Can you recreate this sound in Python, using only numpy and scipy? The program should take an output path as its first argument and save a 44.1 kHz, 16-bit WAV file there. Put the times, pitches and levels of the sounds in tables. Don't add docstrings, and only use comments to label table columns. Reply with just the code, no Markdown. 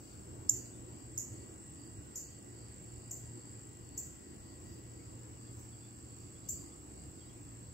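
import sys
import numpy as np
from scipy import signal
from scipy.fft import rfft, irfft
from scipy.io import wavfile
from scipy.ndimage import uniform_filter1d

SR = 44100
rng = np.random.default_rng(int(sys.argv[2]) if len(sys.argv) > 2 else 0)


def how_loud(loudness_db):
    steps = np.asarray(loudness_db, float) / 20
    return 10 ** steps


def file_out(sig):
    cols = np.atleast_2d(sig).T
    lim = np.clip(cols, -1, 1)
    pcm = np.round(lim * 32767).astype(np.int16)
    wavfile.write(sys.argv[1], SR, pcm)


N = 340893
T = np.arange(N) / SR


def evened(x):
    return x / np.sqrt(np.mean(x ** 2) + 1e-20)


def read(table, hz, axis=1):
    table = np.array(table)
    return np.interp(np.log(hz + 1), np.log(table[:, 0] + 1), table[:, axis])


def curve(table, t, axis=1):
    table = np.array(table)
    return np.interp(t, table[:, 0], table[:, axis])


def sides(pan_db):
    return how_loud(np.array([.5 * pan_db, -.5 * pan_db]))


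def drift(hz):
    rate = 400
    count = int(N / SR * rate) + 2
    pole = np.exp(-2 * np.pi * hz / rate)
    slow = signal.lfilter([1], [1, -pole], rng.standard_normal(count))
    return np.interp(T, np.arange(count) / rate, evened(slow))


def noise(db, same, size, patchy_db, lag_s=0):
    frames = 4 * N // size + 5
    hz = np.fft.rfftfreq(size, 1 / SR)[:, None]
    a, b, c, d, patches = rng.standard_normal((frames, len(hz), 5)).T
    patches = uniform_filter1d(patches, size=10, axis=0)
    patches = evened(uniform_filter1d(patches, size=10, axis=1))
    same = np.clip(same(hz), 0, 1)
    right = a + 1j * b
    delay = np.exp(-2j * np.pi * hz * lag_s)
    left = same * right * delay + np.sqrt(1 - same ** 2) * (c + 1j * d)
    level = db(hz, np.arange(frames) * size / 4 / SR) + patchy_db * patches
    z = np.array([left, right]) * how_loud(level)
    return evened(signal.istft(z, nperseg=size, noverlap=3 * size // 4)[1][:, :N])


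# f/Hz, t60/s
YARD_DECAY = [(4500, 0.5), (6000, 0.4), (7500, 0.4), (11000, 0.38), (15000, 0.33)]
# f/Hz, likeness [0-1]
ECHO_LIKENESS = [(4500, .1), (6000, .4), (7100, .35), (7700, .75), (8400, .85), (12000, .55)]


def echoes(late_db, late_slowing, size):
    taps = np.zeros((2, size))
    at = np.arange(40, size - 20, 20) + rng.integers(0, 20, (2, (size - 41) // 20))
    strength = rng.standard_normal(at.shape) * how_loud(0.67 * rng.standard_normal(at.shape))
    np.put_along_axis(taps, at, strength, 1)
    taps *= 1 + 0.2 * np.exp(-np.arange(size) / SR / 0.045)
    hz, t, z = signal.stft(taps, SR, nperseg=128)
    alike = read(ECHO_LIKENESS, hz)[:, None]
    z = np.array([z[0], alike * z[0] + np.sqrt(1 - alike ** 2) * z[1]])
    fall_db = -60 * t / np.maximum(read(YARD_DECAY, hz), .05)[:, None]
    decay = how_loud(fall_db) + how_loud(late_db + fall_db / late_slowing)
    tail = signal.istft(z * decay, SR, nperseg=128)[1]
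    return tail / np.linalg.norm(tail[0])


def scattered(x, clear, pan_db):
    clear = np.clip(clear, 0, 1)
    paths = echoes(late_db=-60, late_slowing=1, size=4096)
    wet = signal.oaconvolve(x[None], paths, axes=1)[:, :N]
    return sides(pan_db)[:, None] * (np.sqrt(clear) * x + np.sqrt(1 - clear) * wet)


PITCH_SCATTER = .01


def stridulate(hz, per_s, duty, sag):
    turns = np.cumsum(per_s * (1 + .006 * drift(1.5))) / SR + rng.random()
    u = np.minimum(turns % 1 / np.clip(duty, .1, 1), 1)
    strong, high, start = rng.standard_normal((1200, 3))[turns.astype(int) % 1200].T
    wing = hz * (1 + sag * (.5 - u) + PITCH_SCATTER * high)
    tone = np.sin(2 * np.pi * np.cumsum(wing) / SR + 2 * start)
    return evened(how_loud(0.57 * strong) * np.sin(np.pi * u) ** 2 * tone)


# wing f/Hz, level/dB, left-right level/dB, clear share [0-1]
TRILLERS = [(7500, 1, -4, .8), (7700, -3, 0, .35), (7980, -2.5, 1, .25), (7230, -7, -5, .15),
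            (8170, -4, 2, .3), (8480, -11, 5, .3), (7820, -4, 0, .15), (6990, -15, -4, .1)]
STROKES_PER_S = [50.5, 50.7, 47.5, 52.5, 98.5, 101.2, 55, 58]
# t/s, level/dB, left-right level/dB
TRILL_COURSE = [(0.0, -65.5, 3.5), (0.64, -65, 4), (1.42, -63.5, 1.5), (2.2, -64.5, -1), (3.25, -63.5, 1),
                (4.0, -66, 3), (5.3, -65, 2), (6.1, -64, -2), (7.73, -65.5, 0)]
SWELL_DB = 1.6


def trill():
    out = 0
    for (hz, db, pan_db, clear), per_s in zip(TRILLERS, STROKES_PER_S):
        level = how_loud(db + SWELL_DB * drift(1.0))
        out = out + level * scattered(stridulate(hz, per_s, duty=0.49, sag=.05), clear, pan_db)
    return evened(out) * how_loud(curve(TRILL_COURSE, T) + 6.5) * sides(curve(TRILL_COURSE, T, axis=2))


# middle t/s, level/dB, length t/s
CHIRP_WAVES = [(.1, -68, 0.36), (0.616, -63.5, 0.25), (1.0, -69, 0.27), (1.4, -67.5, 0.22),
               (1.857, -65, .22), (2.27, -64, 0.27), (2.63, -64, 0.25), (3.04, -67, 0.47),
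               (3.463, -67.5, 0.41), (3.973, -66, 0.31), (4.3, -70, 0.14), (4.5, -65, 0.18),
               (4.72, -64.5, 0.17), (5.04, -68.5, 0.36), (5.467, -66.5, 0.2), (5.778, -68, 0.31),
               (6.17, -68, 0.43), (6.58, -62.5, 0.32), (6.994, -68, 0.19), (7.23, -67, .18),
               (7.5, -76, .12), (7.677, -72, .12)]
FIELD_WING_HZ, FIELD_REST_DB = 4655, -81.5


def chirps():
    wing = FIELD_WING_HZ * (1 + .012 * drift(3.0))
    out = 0
    for share, per_s in [(1.0, 24.5), (.975, 29), (1.025, 21)]:
        out = out + scattered(stridulate(wing * share, per_s, duty=0.48, sag=0.028), 0.03, 2.1)
    waves = 0
    for s, db, length in CHIRP_WAVES:
        waves = waves + how_loud(db) * np.cos(np.pi * np.clip(0.65 * (T - s) / length, -.5, .5)) ** 2
    return evened(out) * (waves + how_loud(FIELD_REST_DB)) * how_loud(-5.0)


SWEEP_HZ, OVERTONE_DB = 2570, -12
LOUDEST, ACCENT = .57, .7
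LAG_PER_DB = 2.4
AVERTED = .4


def chip(peak_db, pan_db, start_hz, echo_db):
    u = np.arange(420) / 420
    hz = start_hz + SWEEP_HZ * np.sin(1.83 * u) ** 1.307
    phase = 2 * np.pi * np.cumsum(hz) / SR
    swell = ACCENT * np.exp(-((u - LOUDEST) / .14) ** 2) + (1 - ACCENT) * np.sin(np.pi * u)
    overtone = how_loud(OVERTONE_DB) * np.sin(np.pi * u ** 0.71) ** 1.9 * np.sin(2 * phase)
    whistle = swell * np.sin(phase) + overtone
    direct = whistle - (1 - how_loud(-AVERTED * max(echo_db, 0))) * overtone
    yard = echoes(late_db=-12.0, late_slowing=1.76, size=22050)
    wet = signal.fftconvolve(whistle[None], yard, axes=1)
    wet = how_loud(echo_db) * sides(0.19 * pan_db - 2.5)[:, None] * wet
    lag = round(LAG_PER_DB * max(-pan_db, 0))
    wet[0, lag:lag + len(u)] += sides(pan_db)[0] * direct
    wet[1, :len(u)] += sides(pan_db)[1] * direct
    return how_loud(peak_db + 3) * wet


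# t/s, direct peak level/dB, left-right level/dB, sweep start f/Hz, echo over direct level/dB
CHIPS = [
    (.4964, -15.5, -7.5, 5000, -7),
    (1.1795, -28, -4, 4900, 2),
    (2.159, -36, 0, 4950, 8),
    (3.1122, -38, 1, 5200, 9),
    (3.979, -34, 1, 5250, 7),
    (6.4906, -34, 6, 5250, 9),
]
# t/s, peak level/dB, f/Hz, length t/s, glide [share of f]
WHISTLES = [(.09, -69, 3520, .04, 0), (.652, -64, 4060, .014, -.02), (.72, -70, 3620, .04, 0),
            (4.98, -67, 2180, .05, .1), (5.45, -70, 3350, .07, 0), (5.72, -63, 3420, .028, -.05),
            (5.79, -70, 3480, .08, -.02), (6.35, -64, 3400, .03, 0), (6.43, -69, 3900, .02, 0),
            (6.45, -67, 3400, .025, 0), (6.70, -69, 3380, .04, 0), (7.18, -69, 3800, .02, 0),
            (7.195, -64, 3280, .04, -.07), (7.26, -70, 3880, .02, 0), (7.28, -67, 3300, .04, 0)]
# f/Hz, level/dB
RIGHT_PORT = [(8000, -1.5), (8600, -8), (10500, -48.5), (13000, -26), (16000, -8)]
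FAR_DB = -1.5


def birds():
    near, far = np.zeros((2, N + SR)), np.zeros(N + SR)
    for s, *row in CHIPS:
        sound, at = chip(*row), round((s - .005) * SR)
        near[:, at:at + sound.shape[1]] += sound
    for s, db, hz, length, glide in WHISTLES:
        u = np.arange(0, 1, 1 / (1.1 * length * SR))
        wander = evened(uniform_filter1d(rng.standard_normal(len(u)), size=200))
        warble = glide * (u - .5) + .02 * wander
        tone = np.sin(2 * np.pi * np.cumsum(hz * (1 + warble)) / SR)
        far[round(s * SR):][:len(u)] += how_loud(db - FAR_DB) * np.sin(np.pi * u) * tone
    spectrum = rfft(near)
    spectrum[1] *= how_loud(read(RIGHT_PORT, np.fft.rfftfreq(N + SR, 1 / SR)))
    shadowed = irfft(spectrum, N + SR)[:, :N]
    return shadowed + scattered(far[:N] * how_loud(3 * drift(80) - 5), .75, 2.5)


ORDERS = [3.44, 4, 5, 15, 20, 47, 48, 49, 58, 73, 90, 91, 92, 98, 100]
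ORDERS_DB = [-68, -68, -66, -85, -87, -89, -81.5, -86, -90, -89, -88, -88, -88, -89, -89]
# t/s, level/dB
WHINE = [(0.0, -99), (0.5, -85), (1.15, -86.5), (1.4, -82.5), (2.5, -84.5), (4.7, -83), (5.2, -86),
         (5.55, -103), (6.8, -103), (7.3, -87), (7.73, -93)]
SHAFT_HZ, WHINE_ORDER = 58.6, 33
HUM_DB, NEIGHBOUR_DB = -57, -59
BEAT_HZ, IN_STEP_S = 0.4085, 0.72
LAG_S = 20 / SR


def compressor():
    turn = 2 * np.pi * np.cumsum(SHAFT_HZ * (1 + 0.000624 * drift(1.54))) / SR
    slip = 2 * np.pi * BEAT_HZ * (T - IN_STEP_S)
    out = how_loud(HUM_DB + 2.8 * drift(2.5)) * np.sin(2 * turn)
    out += how_loud(NEIGHBOUR_DB + 1.7 * drift(2.5)) * np.sin(2 * turn - slip)
    out += how_loud(curve(WHINE, T) + 8.5 + 1.6 * drift(5.9)) * np.sin(WHINE_ORDER * turn)
    for order, db in zip(ORDERS, ORDERS_DB):
        out += how_loud(db + 1.0 * drift(4.4)) * np.sin(order * turn + 6 * rng.random())
    return np.array([np.roll(out, round(LAG_S * SR)), out])


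# f/Hz, density level/dB per Hz
TRAFFIC_SPECTRUM = [(15, -41), (25, -32), (56, -1), (107, -2), (213, -11.5), (328, -4.5), (424, -14),
                    (492, -14.5), (560, -19.5), (977, -23), (1530, -28), (2510, -32.5), (2790, -30.5),
                    (3770, -37.5), (4200, -35), (5460, -42), (9240, -120)]
# t/s, level/dB
TRAFFIC_SWELL = [(0.0, -59), (0.3, -54.5), (1.7, -56.5), (2.5, -57.5), (3.4, -55.5), (3.7, -57.5),
                 (5.3, -55.5), (5.8, -59), (6.5, -56.5), (7.73, -57.5)]
# f/Hz, likeness [0-1], left-right level/dB
PORTS = [(41, 0.95, 0), (156, 0.92, -2), (337, .76, -1.5), (583, 0.3, 2.5), (1200, 0.52, 5),
         (2500, 0.17, 3), (4200, 0.05, 4)]
STEADY_TOP = 0.31


def traffic():
    def db(hz, t):
        swell = curve(TRAFFIC_SWELL, t)
        swell = swell - swell.mean()
        share = np.maximum(1 - STEADY_TOP * np.log2(np.maximum(hz / 400, 1)), 0)
        level = read(TRAFFIC_SPECTRUM, hz) + swell * share
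        half_pan = .5 * read(PORTS, hz, axis=2)
        return np.array([level + half_pan, level - half_pan])
    return how_loud(-52.5) * noise(db, lambda hz: read(PORTS, hz), size=2048, patchy_db=1.5, lag_s=LAG_S)


# f/Hz, left level/dB, right level/dB
HISS = [(3500, -12, -14), (4300, 0, -3), (5400, 3, 8), (6200, 0, 5), (6800, 4, 8), (8600, 2, -2),
        (9200, -5, -11), (10200, -4.5, -11), (11300, -2, -8), (11900, -4.5, -9), (13500, -2.5, -8),
        (14400, -3, -7), (14800, 0, -4), (16500, 1, -4)]
# t/s, level/dB, spread t/s
GUSTS = [
    (4.7, 3, .09),
    (4.74, 4, .008),
    (5.62, 4.5, .07),
    (5.6, 5, .008),
    (6.22, 3, .04),
]
RUSTLE_DB, SETTLING_DB, SETTLE_S = -85.2, 4.5, .15


def hiss():
    def db(hz, t):
        gust = sum(rise * np.exp(-((t - s) / spread) ** 2) for s, rise, spread in GUSTS)
        settling = SETTLING_DB * np.exp(-t / SETTLE_S)
        level = RUSTLE_DB + settling + gust * (hz > 5200) - 60 * (hz < 3000)
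        return np.array([level + read(HISS, hz), level + read(HISS, hz, axis=2)])
    return how_loud(-67.5) * noise(db, lambda hz: 0.25 + 0.45 * (hz > 9000), size=512, patchy_db=0.6)


def gated(x):
    hz, t, z = signal.stft(x, SR, nperseg=1024)
    chip_band = (hz > 5300) & (hz < 6800)
    cover_db = 10 * np.log10((abs(z[:, chip_band]) ** 2).sum((0, 1)) + 1e-14)
    attack = np.diff(cover_db, prepend=0) >= 3
    cover_db = (cover_db - np.median(cover_db)) * ~attack
    patches = rng.standard_normal((len(t), len(hz) // 5 + 1)).T.repeat(5, 0)[:len(hz)]
    patches = evened(uniform_filter1d(patches, size=4, axis=1))
    above = ((hz > 8950) & (hz < 10300))[:, None] & (cover_db + 4 * patches > 3)
    below = ((hz > 3000) & (hz < 4200))[:, None] & (np.minimum(cover_db, 14) / 2.5 + 4 * patches > 6)
    return signal.istft(z * ~(above | below), SR, nperseg=1024)[1][:, :N]


def scene():
    return trill() + chirps() + birds() + compressor() + traffic() + hiss()


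def band_limit(x):
    return signal.sosfilt(signal.butter(12, 16480, fs=SR, output="sos"), x)


def record(dry):
    bass_cut = signal.butter(3, 42, "highpass", fs=SR, output="sos")
    low_cut = signal.sosfilt(bass_cut, dry)
    treble_cut = signal.firwin(1023, 15750, window=("kaiser", 8), fs=SR)
    limited = signal.oaconvolve(low_cut, treble_cut[None], "same")
    return band_limit(gated(limited))


dry = scene()
out = record(dry)
file_out(out)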